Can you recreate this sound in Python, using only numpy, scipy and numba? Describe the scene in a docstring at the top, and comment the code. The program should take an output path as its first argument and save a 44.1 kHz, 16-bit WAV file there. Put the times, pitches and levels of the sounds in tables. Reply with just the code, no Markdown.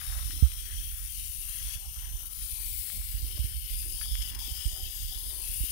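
"""A yard with potted plants and paving, a hose rose sweeping fine water to and fro near a hand-held recorder.
The left port is open: it hears the nozzle hiss and fine drops with a phasey swish, heavier drops on
soil and pots, small taps, knocks and shuffles, and a far hum.
The right port is covered by a finger: it hears the low tremor and jolts of the grip, skin rubbing
and a faint leak of hiss."""
import sys
import numpy as np
from scipy import signal
from scipy.fft import rfft, irfft, next_fast_len
from scipy.io import wavfile
from scipy.ndimage import uniform_filter1d
from numba import njit

SR = 44100
rng = np.random.default_rng(int(sys.argv[2]) if len(sys.argv) > 2 else 0)


def inscribe(sig):
    """Save sig as 16-bit PCM at rate SR to the path in sys.argv[1].

    A 1-D sig is mono; a 2-D sig holds one channel per row.
    Samples are clipped to [-1, 1] before scaling.
    """
    pcm = np.round(np.clip(np.atleast_2d(sig).T, -1, 1) * 32767)
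    wavfile.write(sys.argv[1], SR, pcm.astype(np.int16))


N = 251811
PORT_GAIN_DB = 6.5   # added to the listed levels of the water, the taps and the tremor


def amp(db):
    """dB to gain."""
    return 10 ** (np.asarray(db) / 20)


def rms_one(x):
    """Scale to rms 1."""
    return x / np.sqrt(np.mean(x ** 2) + 1e-20)


def in_time(rows):
    """The columns after t/s, interpolated sample by sample."""
    s, *columns = np.transpose(rows)
    return [np.interp(np.arange(N) / SR, s, c) for c in columns]


def add(track, s, burst):
    """Mix a burst in at s seconds."""
    at = round(s * SR)
    track[at:at + len(burst)] += burst[:N - at]


def drift(hz):
    """Random wander of rms 1: coarse noise twice through a one-pole low-pass."""
    step, settle = 20, 3000
    r = np.exp(-2 * np.pi * step * hz / SR)
    slow = signal.lfilter([1], [1, -2 * r, r * r], rng.standard_normal(N // step + settle + 2))[settle:]
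    return np.interp(np.arange(N) / step, np.arange(len(slow)), rms_one(slow))


def shaped_noise(points):
    """Steady noise whose spectrum follows points of f/Hz, density/dB."""
    size = next_fast_len(N)
    hz = np.arange(1, size // 2 + 2) * SR / size
    point_hz, point_db = np.transpose(points)
    density_db = np.interp(np.log(hz), np.log(point_hz), point_db, left=-160, right=-160)
    return irfft(rfft(rng.standard_normal(size)) * amp(density_db) * np.sqrt(SR / 2), size)[:N]


def impacts(per_s, spread_db):
    """Random impulses of uneven size and sign."""
    out, hit = np.full(N, 1e-18), rng.random(N) < per_s / SR
    size_db = spread_db * np.minimum(rng.exponential(1, hit.sum()), 4)
    out[hit] = amp(size_db) * rng.standard_normal(hit.sum())
    return out


@njit
def swept(x, pull, r):
    """Two-pole resonance whose centre moves sample by sample; pull = 2 r cos(2 pi hz / SR)."""
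    y = np.zeros(len(x))
    for i in range(2, len(x)):
        y[i] = x[i] - x[i - 2] + pull[i] * y[i - 1] - r * r * y[i - 2]
    return y


def resonate(modes, per_s, spread_db, patchy_db):
    """Impacts ring each mode (f/Hz, width/Hz, level/dB), which swells by itself; the sum has rms 1."""
    out = 0
    for hz, width, db in modes:
        r = np.exp(-np.pi * width * 1.5 / SR)   # 1.5 offsets the narrowing by two passes
        pull = 2 * r * np.cos(2 * np.pi * hz / SR) * np.ones(N)
        band = swept(swept(impacts(per_s, spread_db), pull, r), pull, r)
        out = out + rms_one(band) * amp(db + patchy_db * (drift(3.5) + 0.8 * drift(9.2)))
    return rms_one(out)


def with_delay(x, lag_ms, share):
    """Sound plus one slightly duller delayed copy, power kept."""
    late = np.interp(np.arange(N) - np.abs(lag_ms) * SR / 1000, np.arange(N), x)
    return (x + share * late) / np.sqrt(1 + share ** 2)


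def yard_hum():
    """Far, steady hum at the open port."""
    # hum spectrum: f/Hz, density/dB
    hum = [(20, -108), (40, -100), (57, -85), (80, -105), (110, -100), (200, -102), (600, -104),
           (1000, -115)]
    return shaped_noise(hum)


def shuffles():
    """Feet and hose scuff over the paving; each drag swells and fades smoothly."""
    # drags: middle t/s, length/s, level/dB, f/Hz
    drags = [(.25, 0.48, -68, 298), (0.583, 0.76, -65, 343), (1.653, 0.32, -70, 200),
             (2.103, 0.74, -71, 250), (2.738, 0.46, -69, 312), (2.975, 0.14, -60, 200),
             (3.31, 0.6, -59, 290), (3.9, 0.24, -59.5, 300), (4.331, 0.14, -55, 190),
             (4.483, 0.34, -59.5, 332), (4.815, 0.56, -63.5, 333), (5.142, 0.16, -60, 290),
             (5.38, 0.56, -62, 366)]
    level = np.full(N, amp(-79.5))   # floor between drags
    for s, length, db, _ in drags:
        add(level, s - length / 2, amp(db) * np.hanning(round(length * SR)))
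    scuff_hz, = in_time([(s, hz) for s, _, _, hz in drags])
    return level * resonate([(scuff_hz, 156, 0)], per_s=1500, spread_db=3.0, patchy_db=2.0)


def knocks():
    """Pots and feet knock dully: a soft onset, then one dying tone."""
    # knocks: t/s, level/dB, f/Hz, t60/s
    bumps = [(2.925, -51, 198, 0.32), (2.93, -40, 640, 0.037), (2.98, -46, 640, 0.047),
             (3.372, -43, 614, 0.093), (3.88, -49, 320, 0.13), (4.315, -48, 206, 0.21),
             (4.72, -53.5, 644, 0.63), (4.79, -44, 768, 0.14), (5.11, -55, 267, 0.077),
             (5.115, -46.5, 770, 0.12)]
    out, t = np.zeros(N), np.arange(SR // 3) / SR
    for s, db, hz, t60 in bumps:
        add(out, s, amp(db - 60 * t / t60) * (1 - np.exp(-t / 0.006)) * np.sin(2 * np.pi * hz * t))
    return out


def taps():
    """Sharp taps near the open port, and at 4.22 s the spatter of a spurt of water: a crack spread round the
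    pitch, a short ring, a little rattle."""
    # taps, and the spatter of a spurt at 4.22 s: t/s, level/dB, f/Hz, t60/s
    strikes = [(0.015, -46, 1710, 0.04), (0.037, -46.5, 2920, 0.049), (0.13, -51, 1100, 0.046),
               (0.191, -49, 1310, 0.05), (0.227, -49, 1320, 0.039), (0.308, -42, 1900, 0.074),
               (0.518, -48.5, 2900, 0.04), (1.99, -50, 3080, 0.24), (2.9, -45, 1920, 0.036),
               (3.015, -51, 1720, 0.022), (3.315, -53, 1500, .025), (3.376, -54, 1140, .05),
               (3.828, -51.5, 2700, 0.3), (4.013, -40.5, 1730, 0.11), (4.058, -51.5, 1300, 0.028),
               (4.154, -40, 2100, 0.018), (4.22, -43, 3100, 0.055), (4.221, -45, 5200, .05),
               (4.348, -45, 2960, .03)]
    out, t = np.zeros(N), np.arange(SR // 8) / SR
    for s, db, hz, t60 in strikes:
        band = signal.butter(2, [hz * 0.73, hz * 2.05], "band", fs=SR, output="sos")
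        crack = 12 * signal.sosfilt(band, np.exp(-t / 0.00004))
        ring = 0.47 * np.sin(2 * np.pi * hz * t)
        rattle = (1.4 + np.exp(-t / 0.0012)) * signal.sosfilt(band, rng.standard_normal(len(t)))
        add(out, s, amp(db - 60 * t / t60) * (crack + ring + rattle))
    return out


def grip_jolts():
    """Jolts ring the cavity under the finger, stiff at first and so falling in pitch; slips blip."""
    # jolts: t/s, level/dB, final f/Hz, rise/s, t60/s, direction
    jolts = [(0.425, -5.5, 60.3, 0.0026, 0.086, -1), (2.978, -18.5, 57.4, 0.02, 0.097, 1),
             (3.142, -24, 55.6, 0.0073, 0.19, -1), (3.224, -21.5, 57.3, 0.0061, 0.14, 1),
             (3.391, -17, 59.6, 0.006, 0.099, -1), (3.442, -16, 64, 0.0074, 0.042, -1),
             (4.1, -21, 44.1, 0.049, 0.24, 1), (4.655, -13.5, 48.4, 0.0065, 0.076, 1),
             (5.605, -17, 48.5, 0.0048, 0.1, 1)]
    # the fingertip slips on the port: t/s, level/dB
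    slips = [(0.294, -41.5), (0.334, -44), (0.359, -42), (0.387, -47), (3.242, -43.5), (4.477, -42),
             (4.669, -39.5), (5.634, -36.5)]
    out, t = np.zeros(N), np.arange(SR // 3) / SR
    for s, db, hz, rise, t60, direction in jolts:
        cycles = hz * (t + 0.0047 * (1 - np.exp(-t / 0.0035)))
        envelope = amp(db - 60 * (t / t60) ** 2) * np.tanh((t / rise) ** 1.14)
        add(out, s, np.sign(direction) * envelope * np.sin(2 * np.pi * cycles))
    for s, db in slips:
        add(out, s, amp(db) * np.exp(-((t - .006) / 0.003) ** 2) * np.sin(2 * np.pi * 260 * t))
    return out


def covered_port():
    """Hand tremor pumps the cavity sealed by the finger, skin creeps in lumps, a little hiss leaks in."""
    # strength of the tremor: t/s, level/dB
    tremor_levels = [(0.0, -38), (0.3, -38.5), (0.62, -43), (1.06, -44.5), (2.94, -43.5), (3.83, -39),
                     (4.3, -40.5), (4.61, -43.5), (4.8, -40.5), (5.47, -45), (5.71, -42)]
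    # spectra of tremor (relative), rubbing skin and leaking hiss: f/Hz, density/dB
    tremor_colour = [(12, -6), (20, -26), (37, 2), (59, 3), (74, -3.5), (92, -13.5), (129, -19),
                     (194, -34.5), (393, -46.5), (480, -66), (620, -86), (1060, -120)]
    rub_colour = [(100, -100), (135, -102), (250, -100.5), (430, -102), (520, -118)]
    leak_colour = [(450, -104), (700, -114), (2000, -119), (7500, -126), (10500, -116), (13500, -106),
                   (14800, -108), (15500, -120)]
    tremor_db, = in_time(tremor_levels)
    tremor = rms_one(shaped_noise(tremor_colour)) * amp(tremor_db + PORT_GAIN_DB + 2.62 * drift(12.3))
    rub = shaped_noise(rub_colour) * amp(0.87 * drift(8.4))
    leak = shaped_noise(leak_colour) * amp(0.94 * drift(4.7))
    return tremor + rub + leak


def heavy_drops():
    """Low patter: heavy drops hit the soil and drum in the hollow pots."""
    # strength of the patter: t/s, soil level/dB, pot level/dB
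    levels = [(0.0, -57, -68), (0.13, -53.5, -65.5), (0.27, -61.5, -67), (0.44, -64.5, -84),
              (1.03, -67, -76.5), (1.21, -72.5, -87), (1.51, -64.5, -83), (1.69, -65, -77),
              (2.05, -64, -71.5), (2.18, -64.5, -71.5), (2.37, -70.5, -77.5), (2.91, -66, -76.5),
              (3.47, -69, -75), (3.62, -73, -80.5), (3.88, -67, -72), (4.02, -72, -76), (4.2, -70, -73),
              (4.37, -66, -66.5), (4.63, -66, -69), (4.88, -70, -70), (5.09, -65, -72),
              (5.34, -65.5, -67.5), (5.57, -74, -74), (5.71, -70, -80)]
    # resonances of soil and pots: f/Hz, width/Hz, relative level/dB
    soil_modes = [(1250, 450, -5), (1796, 540, -0.5)]
    pot_modes = [(620, 81, -6.5), (779, 86, -2), (945, 210, -0.5)]
    soil_db, pots_db = in_time(levels)
    soil = amp(soil_db) * resonate(soil_modes, per_s=3000, spread_db=2.5, patchy_db=3.5)
    pots = amp(pots_db) * resonate(pot_modes, per_s=900, spread_db=2.0, patchy_db=3.5)
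    return soil + pots


def fine_drops():
    """Fine drops ring on leaves, paving and pot rims, mirrored by the nearest surface."""
    # drops landing: t/s, level on leaves and paving/dB, spatter against that/dB
    levels = [(0.0, -55.5, 2.5), (0.13, -52.5, 1), (0.89, -54.5, -1.5), (0.94, -58, 5), (1.24, -53, 3.5),
              (1.38, -55.5, 2.5), (1.6, -53, 1), (1.74, -49, -2.5), (1.79, -57.5, 2), (2.3, -58.5, 1.5),
              (2.42, -55, 5), (2.97, -53, 0), (3.23, -55.5, 1), (3.37, -51.5, -4.5), (3.59, -55.5, -2),
              (3.74, -50.5, -1.5), (3.86, -55.5, 3.5), (4.09, -50.5, -1), (4.68, -49, -0.5),
              (4.77, -53.5, 4), (4.86, -50, -2), (4.97, -51.5, 2), (5.07, -49.5, 0), (5.33, -52.5, -0.5),
              (5.71, -49.5, 1)]
    # what the spray hits: t/s, lower ring/Hz, upper ring/Hz, rims against leaves/dB, ring emphasis/dB
    aim = [(0, 3220, 5200, -0.5, 1.5), (.75, 3100, 5850, -1, 3), (1.2, 2870, 5770, -1, 0),
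           (1.45, 3020, 5800, -3, 0.5), (1.72, 3040, 5770, 0, 3), (2.2, 3140, 5800, 2, 3),
           (2.36, 3120, 5700, 2, -3), (2.45, 2900, 4830, -0.5, -1.5), (3.15, 2820, 4650, -1, -1),
           (3.33, 3030, 5220, -0.5, 2), (3.7, 2860, 5000, -3.5, 1.5), (3.92, 2900, 4950, 3, 1),
           (4.08, 3450, 5000, 1.5, 1.5), (4.22, 2950, 5180, -0.5, 3), (4.8, 3110, 5130, 0, 2),
           (5.0, 3200, 5200, 0, 1.5), (5.12, 3500, 5200, -0.5, 2), (5.33, 3550, 4950, 1.5, 0),
           (5.46, 2660, 4940, -2.5, 1), (5.71, 2930, 5030, -4.5, 2.5)]
    # nearest reflection: t/s, lag/ms, share 0-1
    mirror = [(0, 0.32, 0), (1.75, 0.44, 0.13), (2.2, 0.3, 0.2), (2.4, 0.41, 0), (3.5, 0.63, 0.11),
              (4.25, 0.602, 0.42), (5.27, 0.61, 0.44), (5.5, 0.67, 0.18)]
    # resonances of leaves, rims and spatter: f/Hz, width/Hz, relative level/dB
    leaf_modes = [(2480, 620, -4), (3760, 730, -1.5)]
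    rim_modes = [(4650, 940, -1)]
    spatter_modes = [(5870, 220, 1.5), (6610, 530, 2.2), (7770, 7400, 14)]
    leaves_db, spatter_db = in_time(levels)
    lower_hz, upper_hz, rims_db, ring_db = in_time(aim)
    lag_ms, share = in_time(mirror)
    sink_db = 10 * share + np.maximum(ring_db, 0)   # modes beside the rings give way to echo and rings
    leaves = [(lower_hz, 760, ring_db)] + [(hz, width, db - sink_db) for hz, width, db in leaf_modes]
    rims = [(upper_hz, 800, ring_db)] + [(hz, width, db - sink_db) for hz, width, db in rim_modes]
    patter = sum(amp(db) * resonate(modes, per_s=9000, spread_db=2.0, patchy_db=0.72)
                 for db, modes in [(0, leaves), (rims_db, rims), (spatter_db, spatter_modes)])
    return with_delay(amp(leaves_db) * patter, lag_ms, share)


def nozzle_hiss():
    """The rose, close to the microphone: dense droplets hiss in ridges that slide as it turns."""
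    # hiss over the sweep: t/s, body level/dB, upper ridges against body/dB, mist against body/dB
    levels = [(0.0,-45,-5,-8), (0.06,-44,-3,-10), (0.35,-43,-4.5,-8), (0.48,-49,0.5,-4),
              (0.63,-46.5,-1.5,-7), (0.79,-48,-1,-4), (0.83,-44.5,-3,-6), (1.18,-44,-2.5,-7),
              (1.75,-43.5,-1.5,-8), (1.775,-51,2,-7), (2.16,-49,0,-5), (2.42,-42.5,-2.5,-6),
              (2.54,-41.5,-1.5,-12), (2.77,-42.5,-1,0), (3.1,-45.5,0,-2), (3.23,-48,-1.5,-2),
              (3.31,-45,-2,-6), (3.64,-48,0.5,-5.5), (3.8,-42.5,0,-8), (4.04,-41.5,-9.5,-8),
              (4.21,-44,-1.5,-12), (4.29,-44.5,-2,-4), (4.45,-47,0.5,-4), (4.76,-45.5,-2,-6),
              (4.82,-48,3,-6), (4.88,-46.5,-2,-8), (4.95,-49.5,5,-1), (5.29,-42,-5,-10), (5.6,-41,-1.5,-5),
              (5.71,-41.5,0,-7)]
    # ridge centres: t/s, main f/Hz, second f/Hz, third f/Hz
    ridges = [(0, 10400, 11700, 13500), (.4, 10240, 11900, 13700), (.6, 10550, 11800, 13500),
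              (.82, 10100, 11900, 14000), (1.3, 10050, 12650, 14100), (1.7, 10500, 11500, 13400),
              (2.05, 10640, 12000, 13400), (2.4, 10030, 11540, 14100), (2.65, 10250, 12200, 13500),
              (2.9, 10120, 11200, 13000), (3.3, 10420, 12300, 13400), (3.8, 10230, 11870, 13200),
              (4.0, 10530, 12200, 12900), (4.18, 10950, 12800, 13600), (4.33, 9900, 12300, 13600),
              (4.5, 9800, 12160, 13400), (4.65, 10400, 12300, 14200), (4.78, 10950, 12500, 13300),
              (4.95, 9800, 11500, 13500), (5.17, 10500, 12500, 13400), (5.45, 10260, 11900, 12900),
              (5.71, 10800, 11700, 13600)]
    # lower shoulder of the hiss: t/s, f/Hz, level against the main ridge/dB
    shoulder = [(0, 9300, -9), (.36, 8750, -6.5), (.46, 8840, -0.5), (.78, 8860, -3), (.9, 8800, -10.5),
                (1.7, 8960, -4.5), (1.8, 9030, 1), (2.2, 8870, -2), (2.4, 8900, -12), (2.7, 8220, -6.5),
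                (3.05, 8270, -4), (3.3, 8700, -4.5), (3.7, 8900, -4.5), (4.05, 9050, -5.5),
                (4.45, 8600, -12), (4.65, 8760, 1.5), (4.85, 8900, -13.5), (5.0, 8840, 0),
                (5.15, 8600, -11), (5.71, 9250, -1)]
    # band of the finest mist: f/Hz, width/Hz, relative level/dB
    mist = [(15200, 1200, 0)]
    body_db, upper_db, mist_db = in_time(levels)
    main_hz, second_hz, third_hz = in_time(ridges)
    shoulder_hz, shoulder_db = in_time(shoulder)
    body = [(main_hz, 950, 0), (shoulder_hz, 710, shoulder_db)]
    upper = [(second_hz, 680, 0), (third_hz, 700, -0.5)]
    return amp(body_db) * sum(amp(db) * resonate(modes, per_s=26000, spread_db=1.0, patchy_db=0.59)
                              for db, modes in [(0, body), (upper_db, upper), (mist_db, mist)])


def spray():
    """Hiss and fine drops sputter with the flow; short drifting delays give them a phasey swish."""
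    # short delays of the swish: lag/ms, share 0-1
    delays = [(.62, .15), (.95, .22), (1.4, .2), (1.9, .18), (2.6, .16), (3.4, .14), (4.5, .12)]
    # wander of those lags, wider later on: t/s, spread/ms
    wander = [(0, 0.07), (3.6, 0.07), (4.2, 0.16), (5.3, 0.16), (5.71, 0.09)]
    # the flow falters or spurts for an instant: t/s, length/s, change/dB
    falters = [(2.24, .015, -3), (2.285, .015, -4), (2.335, .012, -3), (4.219, .009, 4.5), (4.31, .038, -3),
               (4.33, .018, -5), (4.348, .005, 2), (4.357, .032, -8.5)]
    water = nozzle_hiss() + fine_drops()
    wander_ms, = in_time(wander)
    for lag_ms, share in delays:
        water = with_delay(water, lag_ms + wander_ms * drift(1.18), share)
    flow_db = .65 * drift(25) + .6 * drift(150)
    for s, length, db in falters:
        add(flow_db, s, np.full(round(length * SR), float(db)))
    return water * amp(uniform_filter1d(flow_db, size=30))


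def scene():
    """Left: the port open to the yard. Right: the port under the finger."""
    left = amp(PORT_GAIN_DB) * (spray() + heavy_drops() + taps()) + knocks() + shuffles() + yard_hum()
    right = grip_jolts() + covered_port()
    return np.array([left, right])


def record(dry):
    """The recorder cuts the top steeply."""
    cutoff_hz = 15760
    return signal.sosfilt(signal.ellip(14, .3, 70, cutoff_hz, fs=SR, output="sos"), dry)


dry = scene()
out = record(dry)
inscribe(out)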